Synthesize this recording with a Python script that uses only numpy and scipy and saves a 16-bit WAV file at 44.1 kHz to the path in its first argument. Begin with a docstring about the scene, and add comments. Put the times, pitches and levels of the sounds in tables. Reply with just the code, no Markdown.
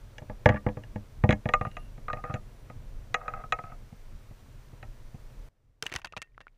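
"""A waterproof camera case on a pole knocks and scrapes as it is drawn up through a hole in the ice.
Under water each blow thumps the rig and rings the pole and case, over a rumble of moving water and the
faint hiss and whine of the electronics. Then the case breaks the surface and the rumble falls away:
water slaps on it, trapped air bursts, the runoff fizzes and a few drops fall."""
import sys
import numpy as np
from scipy import signal
from scipy.fft import rfft, irfft
from scipy.io import wavfile

SR = 44100
rng = np.random.default_rng(int(sys.argv[2]) if len(sys.argv) > 2 else 0)


def file_out(sig):
    """Save sig as 16-bit WAV at sys.argv[1]."""
    # one column per channel
    cols = np.atleast_2d(sig).T
    # limit, then scale
    lim = np.clip(cols, -1, 1)
    pcm = np.round(lim * 32767).astype(np.int16)
    wavfile.write(sys.argv[1], SR, pcm)


N = 289737
TIME = np.arange(N) / SR
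BLOW = TIME[:SR // 5]   # time axis of one hit
SURFACE_S, CLEAR_S = 5.487, 5.82   # the case breaks the surface, then comes clear of the water

# modes of the pole, the case's ring and its walls:
# (pitch [Hz], level when the pole is hit [dB], level when the case is hit [dB], t60 [s])
POLE_MODES = [(495.7, -1, -5.5, 0.093), (610.4, -3.5, -7.5, 0.1), (709, -19.5, 0, 0.058),
              (786.4, -16.5, -0.5, 0.064), (844.5, 3, -13.5, 0.044), (910, -4, -20, 0.04)]
RING_MODES = [(1234, -6, 6.5, 0.093), (1125, -8, -5, 0.045), (1298, -16.5, -10, .04)]
WALL_MODES = [(1697, 9, -13, 0.049), (1876, -0.5, -4, 0.066), (2017, -2, -1.5, 0.026),
              (2170, -13.5, -10.5, 0.078), (2450, -16, -0.5, 0.041), (2610, -11.5, 0.5, 0.041)]
# water slapping the case in air:
# (time [s], landing [dB], wait for the air burst [s], burst [dB], relative spray [dB], air pocket [Hz])
SLAPS = [(5.825, -43, 0.00022, -29.5, -5, 3100), (5.858, -46, 0.0076, -29.5, -12.5, 2560),
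         (5.918, -42, 0.0062, -34.5, -20, 1890), (5.939, -42.5, 0.00037, -38, -8, 2240),
         (5.953, -38, 0.0086, -27.5, -9.5, 1930), (6.017, -61, 0.00035, -52, -17, 2570),
         (6.045, -60, 0.0022, -32, -26, 1430), (6.055, -47.5, 0.00091, -41, -15, 2620),
         (6.071, -77, 0.00025, -44, -21, 2500), (6.124, -50, .0003, -60, -19.5, 2560),
         (6.166, -39, .005, -34, -26, 2520), (6.177, -51, 0.00034, -43.5, -12, 2670),
         (6.218, -60, 0.00031, -38.5, -9.5, 2150), (6.224, -68, 0.00033, -40, -11, 1835),
         (6.405, -52, 0.0076, -50, -35, 1670)]


def from_db(db):
    """Decibels to gain."""
    return 10 ** (np.asarray(db) / 20)


def rms_one(x, head=None):
    """Scale to rms 1, judged on the first `head` samples if given."""
    return x / np.sqrt(np.mean(x[:head] ** 2) + 1e-20)


def band(x, low_hz, high_hz, order=2):
    """Causal band-pass."""
    sos = signal.butter(order, [low_hz, min(high_hz, .45 * SR)], "band", fs=SR, output="sos")
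    return signal.sosfilt(sos, x + 1e-18)


def fade(t60):
    """Decay of one hit, 60 dB down after t60 seconds."""
    return from_db(-60 * BLOW / t60)


def ring(hz, t60):
    """A struck mode: a decaying sine."""
    return np.sin(2 * np.pi * hz * BLOW) * fade(t60)


def burst(t60):
    """A decaying puff of white noise."""
    return rng.standard_normal(len(BLOW)) * fade(t60)


def add(out, s, sound):
    """Mix a sound in at time s."""
    at = round(s * SR)
    out[at:at + len(sound)] += sound[:N - at]


def noise(spectrum):
    """Steady noise of a given colour, rms 1."""
    hz, db = np.transpose(spectrum)
    bins = np.maximum(np.fft.rfftfreq(N, 1 / SR), 1)
    gain = from_db(np.interp(np.log(bins), np.log(hz), db, left=-90, right=-90))
    return rms_one(irfft(rfft(rng.standard_normal(N)) * gain, N))


def grains(per_s, spread_db, size):
    """Random clicks of uneven strength."""
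    strength = from_db(spread_db * np.minimum(rng.exponential(1, size), 4))
    return (rng.random(size) < per_s / SR) * strength * rng.choice([-1, 1], size)


def moving_water():
    """Water washes past the case and rumbles, swelling with the eddies; both step down at the surface."""
    # strength of the flow round the case: (time [s], level [dB])
    flow = [(0.0, -49), (0.67, -43.5), (1.08, -48.5), (1.58, -46.5), (1.87, -46.5), (3.43, -46.5),
            (3.98, -49.5), (5.36, -48), (5.45, -45.5)]
    # spectra of the eddies' slow swell, the rumble and the wash: (frequency [Hz], level [dB])
    eddies = [(1, -2), (4, 1), (10, -9.5)]
    rumble_colour = [(15, 3.5), (36, 6), (50, -8), (62, -13.5), (75, -7), (98, -7.5), (126, -6.5),
                     (173, -23), (216, -20), (400, -34)]
    wash_colour = [(150, -10), (280, -11.5), (420, -8), (600, -9), (900, -20), (2500, -30)]
    flow_db = np.interp(TIME, *np.transpose(flow))
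    swell_db = 2.8 * noise(eddies)
    in_air = TIME > SURFACE_S
    rumble = from_db(flow_db + 2.5 + swell_db - 20.5 * in_air) * noise(rumble_colour)
    wash = from_db(flow_db - 15.5 - 20 * in_air) * noise(wash_colour)
    return rumble + wash


def electronics():
    """A faint bed of electronic hiss and whine that steps down at the surface."""
    # spectrum of the hiss: (frequency [Hz], level [dB])
    hiss_colour = [(530, -23), (900, -0.5), (8050, -15), (8650, -23), (9400, -18), (12100, -19.5),
                   (13600, -27), (14800, -15.5), (15500, -21)]
    # tones of the whine: (pitch [Hz], rms level under water [dB])
    whine_tones = [(5846, -83.5), (8781, -82.5), (11688, -90.5), (11718, -85), (14626, -84.5)]
    hiss = from_db(-65.5) * noise(hiss_colour)
    whine = sum(from_db(db) * np.sqrt(2) * np.sin(2 * np.pi * hz * TIME) for hz, db in whine_tones)
    return from_db(-20 * (TIME > SURFACE_S)) * (hiss + whine)


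def case_share(s):
    """The ice bears on the pole at first, then mostly on the case."""
    # where the ice bears: (time [s], share on the case [0-1])
    contact = [(1.0, 0.11), (1.24, .55), (1.45, .35), (1.54, 1), (2.1, 0.78), (3.53, 1)]
    return np.interp(s, *np.transpose(contact))


def ring_pitch(s):
    """The case's ring rises by 30 Hz a second as it nears the surface; gives a pitch ratio."""
    return (1169.4 + 30 * s) / RING_MODES[0][0]


def struck(modes, s, low_hz, high_hz, dense_db, dense_t60, pitch=1, in_step=False):
    """One hit on a part: its main modes, weighted by where the ice bears, and a burst of denser ones."""
    share, attack = case_share(s), SR // 50
    tone = 0
    for k, (hz, pole_db, case_db, t60) in enumerate(modes):
        sign = 1 if in_step else (-1) ** k   # bending modes alternate; a shove moves them all one way
        db = pole_db + share * (case_db - pole_db) + 2.5 * rng.standard_normal()
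        tone = tone + sign * from_db(db) * ring(hz * pitch, t60)
    tone = rms_one(band(tone, low_hz, high_hz), attack)
    dense = rms_one(band(burst(dense_t60), low_hz, high_hz, order=3), attack)
    return rms_one(tone + from_db(dense_db) * dense, attack)


def knocks():
    """Square, soft blows shove the rig; glancing ones ring the case; hard ones rattle it and crack ice."""
    # blows under water: (time [s], strength [dB], angle [0 square-on to 1 glancing], hardness [dB])
    blows = [(0.182, -48.5, 0.0, 25), (0.218, -48.5, 0.17, -12), (0.297, -39, 0.3, -4.5),
             (0.458, -13, 0.31, 4), (0.49, -21.5, 0.41, 7.5), (0.499, -28, 0.13, -5),
             (0.542, -34.5, 0.056, 1.0), (0.664, -27, 0.27, -9), (0.688, -36, 0.35, -3),
             (0.77, -40, 0.27, -10), (0.836, -56.5, 0.0, 25), (0.958, -40, 0.0036, 1),
             (1.238, -22.5, 0.2, -4.0), (1.291, -20.5, 0.2, 2.0), (1.307, -29.5, 0.91, 16),
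             (1.325, -29, 0, 13.5), (1.456, -30, 0.23, -2), (1.489, -27.5, 0.58, 6), (1.537, -20, 0.93, 5),
             (1.611, -29, 0.52, -8.5), (1.65, -34, 0.7, -6), (1.668, -44, 0, 4.5), (1.714, -64, 0.5, 24.0),
             (1.768, -37, 0.71, 4), (1.978, -51, 0.29, -5), (2.082, -36.5, 0.84, -2.5),
             (2.1, -39.5, 1.0, -1.5), (2.131, -30.5, 0.6, 2), (2.17, -42.5, 0.55, -6),
             (2.239, -35, 0.64, -5.5), (2.297, -38.5, 0.45, -18.0), (2.34, -36.5, 0.014, 13),
             (2.699, -44.5, 0.51, -5), (3.143, -24.5, 0.9, 12), (3.213, -51.0, 0.91, -8.0),
             (3.28, -34.5, 0.87, -1.5), (3.337, -39, 0.83, -4.5), (3.438, -44.0, 0.63, -14),
             (3.523, -24.5, 0.93, 9.0), (3.588, -38, 0.71, -5), (3.638, -44.5, 0.54, -11),
             (3.718, -48, 0.59, -8.5), (3.925, -57.0, 0.099, -9), (4.309, -58.5, 0.12, -6.0),
             (4.73, -59, 0, -2.5), (4.828, -44, 0.59, 7), (5.144, -54.5, 0.011, -5.5)]
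    # modes of the rig's thump and the ice's crack, with the columns of POLE_MODES
    thump_modes = [(73.6, -17, -16.5, 0.13), (104.7, -1, -11, 0.17), (127.3, -0.5, 2.5, 0.077),
                   (152, -17, 2.5, 0.05), (207.9, -6.5, -9, 0.17), (291, -11.5, -15, 0.17)]
    crack_modes = [(2847, 5, 0, 0.033), (3344, 4, -3, 0.02), (3930, -4, 1, 0.019), (5050, -8.5, -34, 0.03),
                   (6050, -11, -15.5, 0.042), (6600, -16, -15, 0.049), (7094, -21, -11.5, 0.044)]
    # how each part answers a blow:
    # (square-on [dB], glancing [dB], slope with hardness [dB/dB], extra with ice on the pole [dB])
    response = {"thump": (12, -20.5, -0.43, -4.5), "pole": (-4.5, -8.5, -0.0381, 4),
                "ring": (-27, 5.5, -0.59, -3.5), "wall": (-13, -9, 0.49, 1),
                "crack": (-28, -24.5, 1.03, -2.5)}
    out = np.zeros(N)
    for s, db, angle, hard_db in blows:
        on_pole = (1 - case_share(s)) ** 2
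        parts = {
            "thump": struck(thump_modes, s, 61, 270, dense_db=-7.5, dense_t60=0.07, in_step=True),
            "pole": struck(POLE_MODES, s, 420, 920, dense_db=-7.5, dense_t60=0.1),
            "ring": struck(RING_MODES, s, 950, 1600, dense_db=-11, dense_t60=0.04, pitch=ring_pitch(s)),
            "wall": struck(WALL_MODES, s, 1420, 2415, dense_db=0, dense_t60=0.02),
            "crack": struck(crack_modes, s, 2200, 7500, dense_db=-16, dense_t60=0.011)}
        chips = from_db(3.5) * band(burst(t60=0.007), 2900, 5200)
        splinters = from_db(-6.5) * band(burst(t60=0.0092), 6500, 11000, order=1)
        parts["crack"] += chips + splinters
        for part, (square_db, glancing_db, slope, pole_db) in response.items():
            angle_db = square_db + angle * (glancing_db - square_db)
            add(out, s, from_db(db + angle_db + slope * hard_db + on_pole * pole_db) * parts[part])
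    return out


def scrapes():
    """Ice grains catch and slip, each one a tiny soft tap on the pole and case."""
    # the case dragging on ice: (time [s], length [s], level [dB], brightness [dB])
    drags = [(.47, 0.064, -37.5, 6.5), (0.547, 0.032, -40.5, 9.5), (1.30, 0.03, -35, 12),
             (2.143, 0.062, -49, 1), (2.249, 0.12, -44.5, 2), (3.161, 0.26, -47.5, 1),
             (3.538, 0.21, -53.5, 2)]
    out = np.zeros(N)
    for s, length, db, bright_db in drags:
        pole = struck(POLE_MODES, s, 540, 1550, dense_db=-17.5, dense_t60=0.026)
        case = struck(RING_MODES, s, 1100, 1600, dense_db=-7.5, dense_t60=0.012, pitch=ring_pitch(s))
        wall = struck(WALL_MODES, s, 1200, 2300, dense_db=0, dense_t60=0.013)
        tap = from_db(-bright_db) * (pole + from_db(-1.5) * case) + from_db(bright_db - 12.5) * wall
        slips = grains(per_s=900, spread_db=4, size=round(length * SR))
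        add(out, s, from_db(db) * rms_one(signal.fftconvolve(slips, tap), head=len(slips)))
    return out


def whistles():
    """Thin, unsteady whistles of the electronics come and go: narrow bands of noise."""
    # each whistle: (start [s], end [s], pitch [Hz], rms level [dB])
    spells = [(1.576, 1.897, 2795, -68), (1.605, 1.88, 10430, -79.5), (2.098, 2.664, 10270, -84)]
    out = np.zeros(N)
    for start, end, hz, db in spells:
        thin = band(rng.standard_normal(round((end - start) * SR)), hz - 50, hz + 50)
        add(out, start, from_db(db) * rms_one(thin * signal.windows.tukey(len(thin), .2)))
    return out


def splat(s, spray_db, hz):
    """A smack, a ringing air pocket and a snap of spray; a drier case is brighter and rings more."""
    # modes of the case in air: (pitch [Hz], level [dB], t60 [s])
    air_modes = [(1840, -20.5, 0.19), (1920, -40, .1), (2700, -12, 0.083)]
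    attack = SR // 166
    dryness_db = min(-11 + 24 * (s - CLEAR_S), 2.5)   # water damps the case until it has drained off
    smack = rms_one(band(burst(t60=0.018), 1270, 3130), attack)
    snap = burst(t60=0.007)
    sparkle = from_db(dryness_db - 13.5) * band(snap, 4360, 10000)
    spray = rms_one(band(snap, 5640, 6530, order=1) + sparkle, attack)
    pocket = rms_one(ring(hz, t60=0.016), attack)
    pocket += 0.1 * rms_one(ring(hz * rng.uniform(0.78, 0.8), t60=0.066), attack)
    case = sum(from_db(db + dryness_db) * ring(mode_hz, t60) for mode_hz, db, t60 in air_modes)
    return 0.55 * smack + 0.51 * pocket + case + from_db(spray_db) * spray


def slaps():
    """Water lands with a low push and a light splat; a moment later its trapped air bursts."""
    out = np.zeros(N)
    for s, landing_db, wait, burst_db, spray_db, hz in SLAPS:
        push = rms_one(band(burst(t60=0.045), 54, 1100), head=SR // 166)
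        sway = from_db(-11.5) * rms_one(band(burst(t60=0.079), 45, 140), head=SR // 40)
        add(out, s, from_db(landing_db) * (push + sway + from_db(0.5) * splat(s, spray_db, hz)))
        add(out, s + wait, from_db(burst_db) * splat(s, spray_db, hz))
    return out


def bubbles(per_s, cycles, tilt_db, sizes):
    """A second of small bubbles ringing at random, tilted by tilt_db an octave either side of 1900 Hz."""
    out = np.zeros(SR)
    for hz in np.geomspace(450, 7000, sizes):
        note = from_db(tilt_db * abs(np.log2(hz / 1900))) * ring(hz, cycles / hz) * np.sqrt(hz)
        pops = grains(per_s / sizes, spread_db=7, size=SR)
        out += signal.fftconvolve(pops, note[:SR // 16])[:SR]
    return rms_one(out)


def runoff():
    """The film of water pours off, foams after each slap and ends as a trickle: crackle over fine fizz."""
    # the sheet of water pouring off: (start [s], end [s], level [dB])
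    pour = (5.833, 5.995, -54)
    start, end, pour_db = pour
    trickle_db, foam_db = -86.5, -18.5
    flow = from_db(pour_db) * ((TIME > start) & (TIME < end)) + from_db(trickle_db)
    add(flow, end, from_db(pour_db) * fade(t60=0.061))
    for s, _, wait, burst_db, _, _ in SLAPS:
        add(flow, s + wait, from_db(burst_db + foam_db) * fade(t60=0.05))
    fizz = rms_one(band(grains(per_s=3800, spread_db=11.5, size=SR), 1500, 6000, order=1))
    crackle = bubbles(per_s=2600, cycles=14, tilt_db=-9, sizes=20)
    out = np.zeros(N)
    add(out, CLEAR_S, crackle + from_db(-12.5) * fizz)
    return flow * out


def drops():
    """Single bubbles and falling drops, each a short pitched plink."""
    # each plink: (time [s], level [dB], pitch [Hz], t60 [s])
    plinks = [(5.829, -37.5, 454, 0.073), (5.865, -21.5, 2900, 0.02), (6.046, -28, 1320, 0.012),
              (6.136, -35.5, 1250, 0.024), (6.274, -57, 1990, 0.0085), (6.32, -67, 2300, 0.011),
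              (6.347, -57.5, 2000, 0.012), (6.379, -32, 1350, 0.0079), (6.469, -35.5, 1420, 0.014),
              (6.481, -43, 2300, 0.0075)]
    out = np.zeros(N)
    for s, db, hz, t60 in plinks:
        add(out, s, from_db(db) * band(ring(hz, t60), 120, 5000, order=1))
    return out


def scene():
    """Everything reaches the one microphone inside the case."""
    ice = knocks() + scrapes()
    water = slaps() + runoff() + drops() + moving_water()
    return (ice + water + electronics() + whistles())[None]


def record(dry):
    """A steep low-pass cuts the top at 15.7 kHz."""
    return signal.sosfilt(signal.ellip(10, .1, 80, 15700, fs=SR, output="sos"), dry)


dry = scene()
out = record(dry)
file_out(out)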